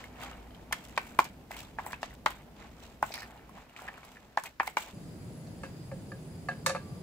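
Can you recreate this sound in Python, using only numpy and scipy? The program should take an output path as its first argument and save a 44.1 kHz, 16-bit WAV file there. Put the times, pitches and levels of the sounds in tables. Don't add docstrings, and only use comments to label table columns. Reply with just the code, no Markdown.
import sys
import numpy as np
from scipy import signal
from scipy.fft import rfft, irfft, next_fast_len
from scipy.io import wavfile
from scipy.ndimage import uniform_filter1d

SR = 44100
rng = np.random.default_rng(int(sys.argv[2]) if len(sys.argv) > 2 else 0)


def invert_db(level):
    return 10 ** (np.asarray(level, dtype=float) / 20)


def dump_mix(stems):
    frames = np.atleast_2d(stems).T
    limited = np.clip(frames, -1, 1)
    pcm = np.round(limited * 32767).astype(np.int16)
    wavfile.write(sys.argv[1], SR, pcm)


N = 309700


def evened(x):
    return x / np.sqrt(np.mean(x ** 2) + 1e-20)


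def peaked(x):
    return x / abs(x).max()


def read(points, hz):
    f, value = np.transpose(points)
    return np.interp(np.log(hz + 1), np.log(f + 1), value)


def along(rows):
    s, *columns = np.transpose(rows)
    return [invert_db(np.interp(np.arange(N) / SR, s, c)) for c in columns]


def add(mix, s, sound):
    part = mix[..., round(s * SR):][..., :sound.shape[-1]]
    part += sound[..., :part.shape[-1]]


def band(x, lo_hz, hi_hz):
    return signal.sosfilt(signal.butter(2, [lo_hz, hi_hz], "band", fs=SR, output="sos"), x)


def coloured(x, spectrum):
    size = next_fast_len(N)
    gain = invert_db(read(spectrum, np.fft.rfftfreq(size, 1 / SR)))
    return evened(irfft(rfft(x, size) * gain, size)[..., :N])


# [f/Hz, likeness]
LIKENESS = [(60, 0.95), (180, 0.96), (550, 0.73), (1650, 0.027), (4970, 0.03), (15000, 0.057)]


def pair_noise(patchy_db):
    frames, hz = N // 128 + 5, np.fft.rfftfreq(512, 1 / SR)
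    a, b, c, d, patches = rng.standard_normal((frames, 257, 5)).T
    patches = evened(uniform_filter1d(uniform_filter1d(patches, 6, 0), 16, 1))
    same = np.clip(read(LIKENESS, hz), -1, 1)[:, None]
    left = a + 1j * b
    right = same * left + np.sqrt(1 - same ** 2) * (c + 1j * d)
    z = np.array([left, right]) * invert_db(patchy_db * patches)
    return signal.istft(z, nperseg=512, noverlap=384)[1][:, :N]


def flickering(depth_db, quick_s):
    jumps = evened(uniform_filter1d(rng.standard_normal(N), round(quick_s * SR)))
    return evened(pair_noise(1.0) * invert_db(depth_db * jumps))


def whistle(hz, width):
    peak = [(hz - 2 * width, -40), (hz - width / 2, -6), (hz, 0), (hz + width / 2, -6), (hz + 2 * width, -40)]
    return coloured(pair_noise(0), peak)


def grains(per_s, spread_db, lo_hz, hi_hz, cycles):
    size = invert_db(spread_db * np.minimum(rng.exponential(1, N), 5)) * (rng.random(N) < per_s / SR)
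    kind, out = rng.integers(0, 16, N), np.zeros((2, N))
    for k, hz in enumerate(np.geomspace(lo_hz, hi_hz, num=16)):
        turns = np.arange(400) * hz / SR
        grain = np.sin(2 * np.pi * turns * (1 + 0.04 * turns)) * np.exp(-2 * turns / cycles) * np.sqrt(hz)
        side_db = 3 * (-1) ** k
        out += invert_db([[side_db], [-side_db]]) * signal.oaconvolve(size * (kind == k), grain)[:N]
    return evened(out)


def leaning(hz, middle_hz, db_per_octave):
    return invert_db(db_per_octave * np.log2(hz / middle_hz) * np.array([[.5], [-.5]]))


def burner_share():
    return np.clip((np.arange(N) / SR - CUT_S) / 0.004, 0, 1)


CUT_S = 4.93

STEEPNESS = (1.0, 1.07, 1.44)


def strokes(rows, rise_share):
    s, fade, *levels = np.transpose(rows)
    t = np.arange(0, N + 64, 64) / SR
    late = (t[:, None] - s) / np.maximum(fade, .01)
    down_db = -20 * np.maximum(late, -late / rise_share)
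    powers = [(invert_db(db + steep * down_db) ** 2).sum(axis=1) for db, steep in zip(levels, STEEPNESS)]
    return np.array([np.interp(np.arange(N) / SR, t, power) for power in powers])


# [t/s, time to fade 20 dB/s, drag level/dB, wet crackle level/dB, finest spray level/dB]
SLOPS = [(0.0, 0.17, -49.5, -55.5, -78), (0.735, 1.02, -56.5, -60.5, -66), (0.98, 0.52, -51.5, -65, -60),
         (1.2, 0.06, -58.5, -41, -46), (1.51, 0.25, -49, -55, -55), (1.79, 0.56, -53, -63, -70),
         (2.035, 0.16, -53, -53.5, -76), (2.27, 0.24, -48.5, -60, -57), (3.035, 0.44, -55, -56, -54.5),
         (3.145, 0.4, -47.5, -75, -62.5), (3.765, .3, -63.5, -63, -86), (4.385, 0.14, -65, -57.5, -58.5),
         (4.61, 0.3, -71, -75, -59), (4.775, 0.13, -40.5, -42.5, -45)]
SWEEPS = [(0.228, 0.26, -44, -54, -63), (0.558, 1, -60.5, -69, -91), (0.885, -1.4, -67, -60, -80),
          (0.965, -0.52, -52, -46, -64), (1.09, -0.4, -67, -57, -68), (1.254, 0.04, -45, -47, -60),
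          (1.6, 0.16, -54.5, -54, -65), (1.871, 0.1, -49.5, -72, -47), (1.922, 0.02, -61, -50, -57),
          (2.02, 0.04, -57, -54, -63), (2.141, -0.19, -55, -71, -52), (2.308, 0, -48, -49, -54),
          (2.612, 0.19, -52, -58, -85), (2.83, 0.27, -55.5, -60, -69), (3.09, 0.15, -54, -60, -70),
          (3.3, -1.8, -64.5, -80, -88), (3.57, 0.17, -52, -62, -73), (3.831, 0.39, -50, -62, -65.5),
          (3.887, 0.0056, -39.5, -72, -76), (4.05, 0.52, -56.5, -63.5, -72), (4.456, 0.06, -47, -49, -51),
          (4.67, 0.09, -49, -57, -50), (4.882, 0.1, -52, -54, -58)]
# [f/Hz, level/dB]
DRAG = [(180, -56.5), (300, -6), (492, -6), (708, -3.5), (1600, -7.5), (2330, -7), (5000, -25.5),
        (6500, -74.5)]
CRACKLE = [(1500, -35), (2600, 2.5), (3500, 1), (4700, -3.5), (6300, -4), (7700, -4), (8700, -15.5),
           (11000, -23)]
SPRAY = [(5000, -17.5), (8000, 14.5), (9300, -2), (11000, 8), (13000, 8.5), (15500, 9.5)]


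def stirring():
    drag, crackle, spray = np.sqrt(strokes(SLOPS, 0.046) + strokes(SWEEPS, 0.47))
    dragging = coloured(.6 * grains(2000, 2.8, 600, 3500, 5.) + flickering(2.5, .012), DRAG)
    wet = 0.2 * grains(3000, 3.9, 2330, 13300, 1.9) + flickering(4.5, 0.0046)
    layers = drag * dragging + crackle * coloured(wet, CRACKLE) + spray * coloured(wet, SPRAY)
    return invert_db(-0.5) * layers * (1 - burner_share())


# [t/s, peak level/dB, pitch f/Hz, spray level/dB]
POPS = [(0.04, -34.5, 2160, -14), (0.215, -39.5, 2700, -7), (0.233, -33.5, 1240, -11),
        (0.234, -35.5, 3250, -12), (0.262, -39, 2280, -25), (0.263, -39, 1130, -30),
        (0.315, -35.5, 1264, -25), (0.331, -45, 2850, -20), (0.374, -43, 690, -27), (0.467, -51, 2000, -19),
        (0.507, -50, 3130, -18), (0.547, -44.5, 3150, -14), (1.069, -43, 2260, -5),
        (1.243, -42.5, 740, 4.5), (1.5154, -33.5, 2030, -13), (1.542, -35, 2160, -18),
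        (1.566, -40, 965, -1.5), (1.603, -38, 2600, -5), (1.848, -41, 1040, -25), (1.902, -38, 1050, -25),
        (1.91, -39, 1730, -11), (2.048, -39, 2000, -20), (2.1075, -45, 1940, -13), (2.304, -33.5, 1040, -9),
        (3.153, -37, 2310, -5), (3.177, -32.5, 1840, -15), (3.22, -33.5, 1760, -16),
        (3.23, -33.5, 1800, -15), (3.358, -38, 833, -49), (3.763, -37, 2360, -22), (3.776, -43, 2500, -25),
        (3.792, -37, 1395, -25), (3.819, -35, 746, -12), (3.878, -32, 1910, -30), (3.884, -29, 1776, -31.5),
        (3.89, -38, 800, -30), (3.94, -42.5, 2400, -15), (3.978, -39.5, 1310, -17), (4.031, -42, 2240, -28),
        (4.049, -58, 659, 10), (4.082, -50, 2150, -23), (4.118, -52, 3000, -2), (4.158, -47, 1800, -15),
        (4.169, -39.5, 1730, -25), (4.442, -41, 920, -3), (4.457, -32, 2490, -14),
        (4.468, -36.5, 2170, -18), (4.631, -29, 1035, -14), (4.885, -49, 872, -4)]
MORE_POPS = [(0.84, -49, 1990, 0), (0.885, -54, 2000, 3), (1.564, -41, 2200, -15), (1.568, -40, 3100, -20),
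             (1.579, -45, 2310, -30), (1.586, -43, 2300, -30), (1.6327, -43, 1190, -16), (1.649, -46, 3600, -11),
             (2.129, -46, 1500, -20), (2.314, -41, 3300, -10), (3.3, -46.5, 872, -25), (3.375, -48.5, 2800, -15),
             (3.393, -48, 1800, -25), (3.493, -41, 1080, -14), (3.558, -47, 766, -24.5), (3.578, -41, 985, -20),
             (3.695, -50, 2850, -8), (3.788, -54, 6500, -2)]


def pops():
    out, t = np.zeros((2, N)), np.arange(1600) / SR
    for s, db, hz, spray_db in POPS + MORE_POPS:
        noise = rng.standard_normal((3, len(t)))
        fade = np.minimum(t / 0.0011, 1) * (invert_db(-60 * t / 0.013) + invert_db(-13 - 60 * t / 0.13))
        ragged = evened(band(noise[0] + .6 * noise[1:], hz * .72, hz * 1.35))
        bubble = .7 * np.sin(2 * np.pi * hz * t) + .45 * ragged
        spray = evened(band(noise[1:], 2700, 16000))
        place = leaning(hz, 1100, 1.5)
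        add(out, s, invert_db(db) * fade * (bubble + invert_db(spray_db) * spray) * place)
    return out


# [t/s, peak level/dB, low wall mode f/Hz, high wall mode f/Hz, high mode level/dB]
KNOCKS = [(0.711, -33, 810, 2290, -20), (0.7241, -28.5, 1370, 3200, -5), (0.7264, -25, 1056, 2150, -2.5),
          (0.7303, -33, 1060, 3220, -5), (0.729, -27.5, 1430, 1790, -2.5), (0.9758, -19.5, 947, 2330, -6.5),
          (0.9763, -26, 576, 1880, -2), (0.978, -23, 1150, 1530, -5), (0.984, -29, 846, 2050, -10),
          (1.1895, -11, 1005, 1544, -11), (1.1914, -10, 1008, 2310, -18), (1.19, -25, 302, 1350, 1),
          (1.198, -23.5, 850, 1700, -17), (1.508, -32.5, 780, 1600, -14), (1.786, -23, 876, 1720, -7),
          (1.794, -27, 940, 2100, -14.5), (1.864, -30, 914, 2010, -12), (1.931, -29, 1006, 1644, -3.5),
          (1.94, -40, 980, 2600, -1), (2.03, -25, 787, 1750, -7.5), (2.0305, -35.5, 1300, 2710, -3),
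          (2.261, -10, 1100, 1557, -15), (2.263, -17, 946, 1920, -9), (2.2616, -24.5, 597, 3120, -5.5),
          (3.027, -14, 937, 1516, -11.5), (3.028, -22, 758, 2420, -16), (3.106, -35.5, 705, 1470, -27),
          (4.3735, -13.5, 890, 1490, -20), (4.375, -26.5, 1170, 1743, 1), (4.382, -31, 825, 1770, -10),
          (4.438, -38, 1000, 1490, -7.5), (4.599, -16, 1100, 1770, -4), (4.605, -19, 868, 1820, -10),
          (4.676, -26.5, 840, 2130, -5), (4.77, -15.5, 952, 1470, -11), (4.7706, -25, 1180, 2290, -2.5)]


def knocks():
    rim_hz = 2397
    out, t = np.zeros((2, N)), np.arange(4000) / SR
    blow = (t / 0.0014) ** 1.6 * np.exp(1.5 - 1.483 * t / .0012)
    ring = (1 - np.exp(-t / .002)) * invert_db(-13 - 60 * t / 0.049)
    weak = (1 - np.exp(-t / 0.0013)) * invert_db(-16 - 60 * t / 0.079)
    thud = np.sin(2 * np.pi * 300 * t) * invert_db(-20.0 - 60 * t / 0.024)
    for (s, db, low_hz, high_hz, high_db), (u, v) in zip(KNOCKS, rng.random((len(KNOCKS), 2))):
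        noise = rng.standard_normal((2, len(t)))
        noise = noise + 0.1 * noise[::-1]
        low = np.sin(2 * np.pi * low_hz * t) * blow + ring * np.sin(2 * np.pi * (low_hz * .9 * t + u))
        low = low + weak * evened(band(noise, low_hz * 0.65, low_hz * 1.37))
        high = np.sin(2 * np.pi * high_hz * t) * blow + ring * np.sin(2 * np.pi * (high_hz * t + v))
        high = high + 0.9 * weak * evened(band(noise, high_hz * 1.04, high_hz * 1.39))
        high = high + 0.17 * np.sin(2 * np.pi * (rim_hz * t + u)) * (blow + ring)
        place = leaning(low_hz, 855, 1.5)
        add(out, s, invert_db(db + 0.5) * (low + invert_db(high_db + 4.5) * high + thud) * place)
    return out


# [t/s, clack level/dB, tick level above the clack/dB]
EDGES = [(0.7255, -27, 3), (0.7292, -25.5, -0.5), (0.977, -22.5, -15), (1.1895, -19.5, -5.5),
         (1.8635, -39.5, 0.5), (1.93, -33.5, -25), (2.0303, -30.5, -19), (2.2603, -18.5, -11.5),
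         (3.0265, -42, 9), (3.14, -27.5, -7), (4.3728, -29.5, -43), (4.4373, -42.5, 9), (4.5975, -35, -34),
         (4.6707, -33, -24), (4.6747, -31, -10), (4.7694, -23, -23), (6.6612, -36, -3), (6.6665, -32, 9.5),
         (6.694, -36, -4)]


def edges():
    out, t = np.zeros((2, N)), np.arange(4000) / SR
    for s, clack_db, tick_db in EDGES:
        noise = rng.standard_normal((2, len(t)))
        noise = noise + 0.068 * noise[::-1]
        clack = evened(band(noise, 680, 5230)) * (invert_db(-60 * t / 0.015) + invert_db(-14.5 - 60 * t / 0.07))
        tick = evened(band(noise, 3800, 12700)) * (invert_db(-60 * t / 0.0054) + invert_db(-28.0 - 60 * t / 0.13))
        onset = np.minimum(t / 0.00028, 1)
        add(out, s, invert_db(clack_db - 5.0) * onset * (clack + invert_db(tick_db + 8.5) * tick))
    return out


# [t/s, level/dB]
SKID = [
    (3.112, -83),
    (3.122, -45),
    (3.137, -57),
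    (3.142, -38.5),
    (3.165, -48.5),
    (3.23, -55.5),
    (3.29, -83),
]
# [low f/Hz, high f/Hz, level/dB]
SKID_BANDS = [(2150, 2510, -4.5), (3900, 5650, 0)]


def skid():
    level, = along(SKID)
    slips = 0.41 * grains(1484, 3.2, 2300, 6600, 1.0) + flickering(3.9, 0.0028)
    return level * sum(invert_db(db) * evened(band(slips, lo_hz, hi_hz)) for lo_hz, hi_hz, db in SKID_BANDS)


# [t/s, peak level/dB, upper mode level/dB, rattle level/dB, handle mode level/dB]
CLANKS = [(5.471, -46.5, -27, -19, -14), (5.634, -29, -7.5, -27, 0.5), (5.915, -34, -19.5, -43, -9),
          (6.118, -35.5, -16, -34, -6), (6.486, -21, -12, -35, -3), (6.515, -35.5, -15, -41, -7.5),
          (6.662, -14.5, -7.5, -15, 6), (6.667, -20.5, -19, -19, -6), (6.695, -22, -14, -19.5, -3),
          (6.702, -23.5, -18, -24, -4), (6.749, -21.5, -13.5, -33, 3), (6.761, -27.5, -20, -34, -13)]
# [f/Hz, level/dB, t60/s]
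PAN = [(534.3, -1.5, 0.19), (572, -7, 0.063), (712, -5, 0.074), (890, -7.5, 0.073), (1180, -1, 0.047),
       (1307, -6, 0.043), (1636, -7, 0.15), (1737, -3.5, 0.077), (2150, -8, 0.031), (2360, -10.5, 0.042),
       (2634, -15, 0.11), (3740, -9, 0.066), (4414, 1, 0.033), (8500, -18, 0.033)]
# [level/dB, t60/s]
PAN_SING = (-59.5, 2.7)


def mode_lift(hz, upper_db, rattle_db, handle_db):
    if hz < 800:
        return 0
    if hz < 1400 or 1900 < hz < 2500:
        return handle_db
    return upper_db + 11.0 if hz < 3200 else rattle_db + 14.0


def clanks():
    out, t = np.zeros((2, N)), np.arange(9000) / SR
    choke = invert_db(-5 * np.clip((t - 0.037) / .006, 0, 1))
    for s, db, upper_db, rattle_db, handle_db in CLANKS:
        turn = rng.random((len(PAN), 1)) + 0.046 * rng.standard_normal((len(PAN), 2))
        wobble = evened(uniform_filter1d(rng.standard_normal((len(PAN), len(t))), size=350))
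        body = np.zeros((2, len(t)))
        for (hz, mode_db, t60), u, w in zip(PAN, turn, wobble):
            lift_db = mode_lift(hz, upper_db, rattle_db, handle_db)
            level = invert_db(mode_db + lift_db - 60 * t / t60 + 2.5 * w)
            body += level * np.sin(2 * np.pi * (hz * t + u[:, None]))
        contacts = rng.standard_normal(800) * (rng.random(800) < .03) * np.exp(-np.arange(800) / 160.0) * 0.5
        contacts[0] = 1
        ringing = peaked(signal.oaconvolve(body, contacts[None], axes=1)[:, :len(t)])
        noise = rng.standard_normal((2, len(t)))
        chatter = 0.34 + (uniform_filter1d(rng.standard_normal(len(t)), size=150) > 0)
        crash = evened(band(noise + .5 * noise[::-1], 410, 2770)) * chatter
        crash = crash * invert_db(upper_db - 12 - 60 * t / 0.24)
        rattle_fade = invert_db(rattle_db - 60 * t / 0.16) + invert_db(rattle_db + 1 - 60 * t / 0.017)
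        rattle = evened(band(noise, 2940, 9000)) * rattle_fade
        struck = choke * ringing + crash + rattle
        add(out, s, invert_db(db) * band(struck * np.minimum(t / 0.00069, 1), 420, 9900))
    sing_db, sing_t60 = PAN_SING
    t = np.arange(SR) / SR
    waver = evened(uniform_filter1d(rng.standard_normal((2, SR)), size=1500))
    level = invert_db(sing_db - 60 * t / sing_t60 + 3.0 * waver[0])
    singing = level * np.sin(2 * np.pi * 1165 * t + .5 * waver[1])
    add(out, CLANKS[6][0], singing[None])
    return out


# [f/Hz, level/dB]
ROAR = [(20, -32), (45, -13.5), (120, -4), (168, -1), (210, -8.5), (300, -13), (800, -25), (1700, -53)]
GAS = [(530, -55), (900, -1), (1660, -2.5), (5550, -11.5), (7960, -9.5), (9420, -23), (10500, -20),
       (16000, -15.5)]
# [f/Hz, width/Hz, level/dB]
JETS = [(4345, 200, -79), (4890, 170, -71), (6900, 120, -78), (8140, 160, -74), (10520, 700, -70.5)]


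def burner():
    jets = np.zeros((2, N))
    for hz, width, db in JETS:
        waver = evened(uniform_filter1d(rng.standard_normal(N), size=5000))
        jets += invert_db(db + 1.8 * waver) * whistle(hz, width)
    hiss = invert_db(-61.5) * coloured(pair_noise(0.91), GAS)
    roar = invert_db(-47.5 + 2.5) * coloured(pair_noise(0.58), ROAR)
    return burner_share() * (roar + hiss + jets)


# [t/s, level/dB]
KITCHEN = [
    (0.0, -52),
    (0.15, -51),
    (1.27, -52),
    (3.6, -54),
    (3.71, -63),
    (3.82, -56.5),
    (4.2, -57.5),
    (4.43, -59.5),
    (4.9, -57.5),
]
# [f/Hz, level/dB]
RUMBLE = [(20, -13.5), (57, 4.5), (75, -2), (120, -2.5), (230, -1.5), (320, -8), (900, -14), (1500, -46)]
HISS = [(290, -37), (500, -5), (729, -18), (1360, -8), (5240, -18.5), (9630, -28.5), (15100, -20.5),
        (16000, -34)]


def kitchen():
    rumble, = along(KITCHEN)
    t = np.arange(N) / SR
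    swelling_db = -58 + 4 * np.cos(2 * np.pi * (t - .1) / 3)
    hum = uniform_filter1d(invert_db(np.where(t < 3.65, swelling_db, -74.5)), size=4000)
    mains = invert_db(-3.0) * hum * np.sin(2 * np.pi * (58.2 * t + 0.17 * np.sin(2 * np.pi * 1.0 * t)))
    fan = rumble / np.median(rumble[t < CUT_S]) * invert_db(-66.5) * whistle(250.5, 8.1)
    air = invert_db(-1.56) * rumble * coloured(pair_noise(1.0), RUMBLE)
    hiss = invert_db(-69) * coloured(pair_noise(0.27), HISS)
    return (1 - burner_share()) * (mains + fan + air + hiss)


# [f/Hz, t60/s]
ROOM = [(200, 0.092), (1000, 0.14), (4000, 0.35), (12000, 0.022)]


def room(x):
    taps = np.zeros((2, SR // 2))
    at = np.arange(200, SR // 2 - 20, 20) + rng.integers(0, 20, (2, (SR // 2 - 201) // 20))
    np.put_along_axis(taps, at, rng.choice([-1., 1.], at.shape), 1)
    hz, t, z = signal.stft(taps, SR, nperseg=256)
    tail = signal.istft(z * invert_db(-60 * t / read(ROOM, hz)[:, None]), SR, nperseg=256)[1]
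    return signal.fftconvolve(x[None], tail / np.linalg.norm(tail[0]), axes=1)[:, :N]


# [f/Hz, phase/rad]
LEAD = [(0, -2), (690, 0.34), (3100, 1.39), (4390, 8), (6120, 2), (9390, 20.5), (14800, 10.5), (16400, 42)]
# [f/Hz, level/dB]
LEAN = [(60, -2.5), (180, 1), (550, 1), (1650, -1), (4970, -2.5), (15000, 2)]


def ports(x):
    size = next_fast_len(N)
    hz = np.fft.rfftfreq(size, 1 / SR)
    half = np.exp(.5j * read(LEAD, hz)) * invert_db(read(LEAN, hz) / 2)
    return irfft(rfft(x * np.ones((2, 1)), size) * np.array([half, 1 / half]), size)[:, :N]


def scene():
    hits = knocks() + edges() + clanks()
    close = ports(hits + pops() + stirring() + skid())
    return close + invert_db(-16.0) * room(hits.mean(0)) + kitchen() + burner()


def low_pass(x):
    return signal.sosfilt(signal.butter(12, 16830, fs=SR, output="sos"), x)


# [f/Hz, level/dB]
EDGE = [(15600, 1), (15950, -20)]


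def record(dry):
    size = next_fast_len(N)
    gain = invert_db(read(EDGE, np.fft.rfftfreq(size, 1 / SR)))
    edged = irfft(rfft(dry, size) * gain, size)[:, :N]
    return low_pass(edged)


dry = scene()
out = record(dry)
dump_mix(out)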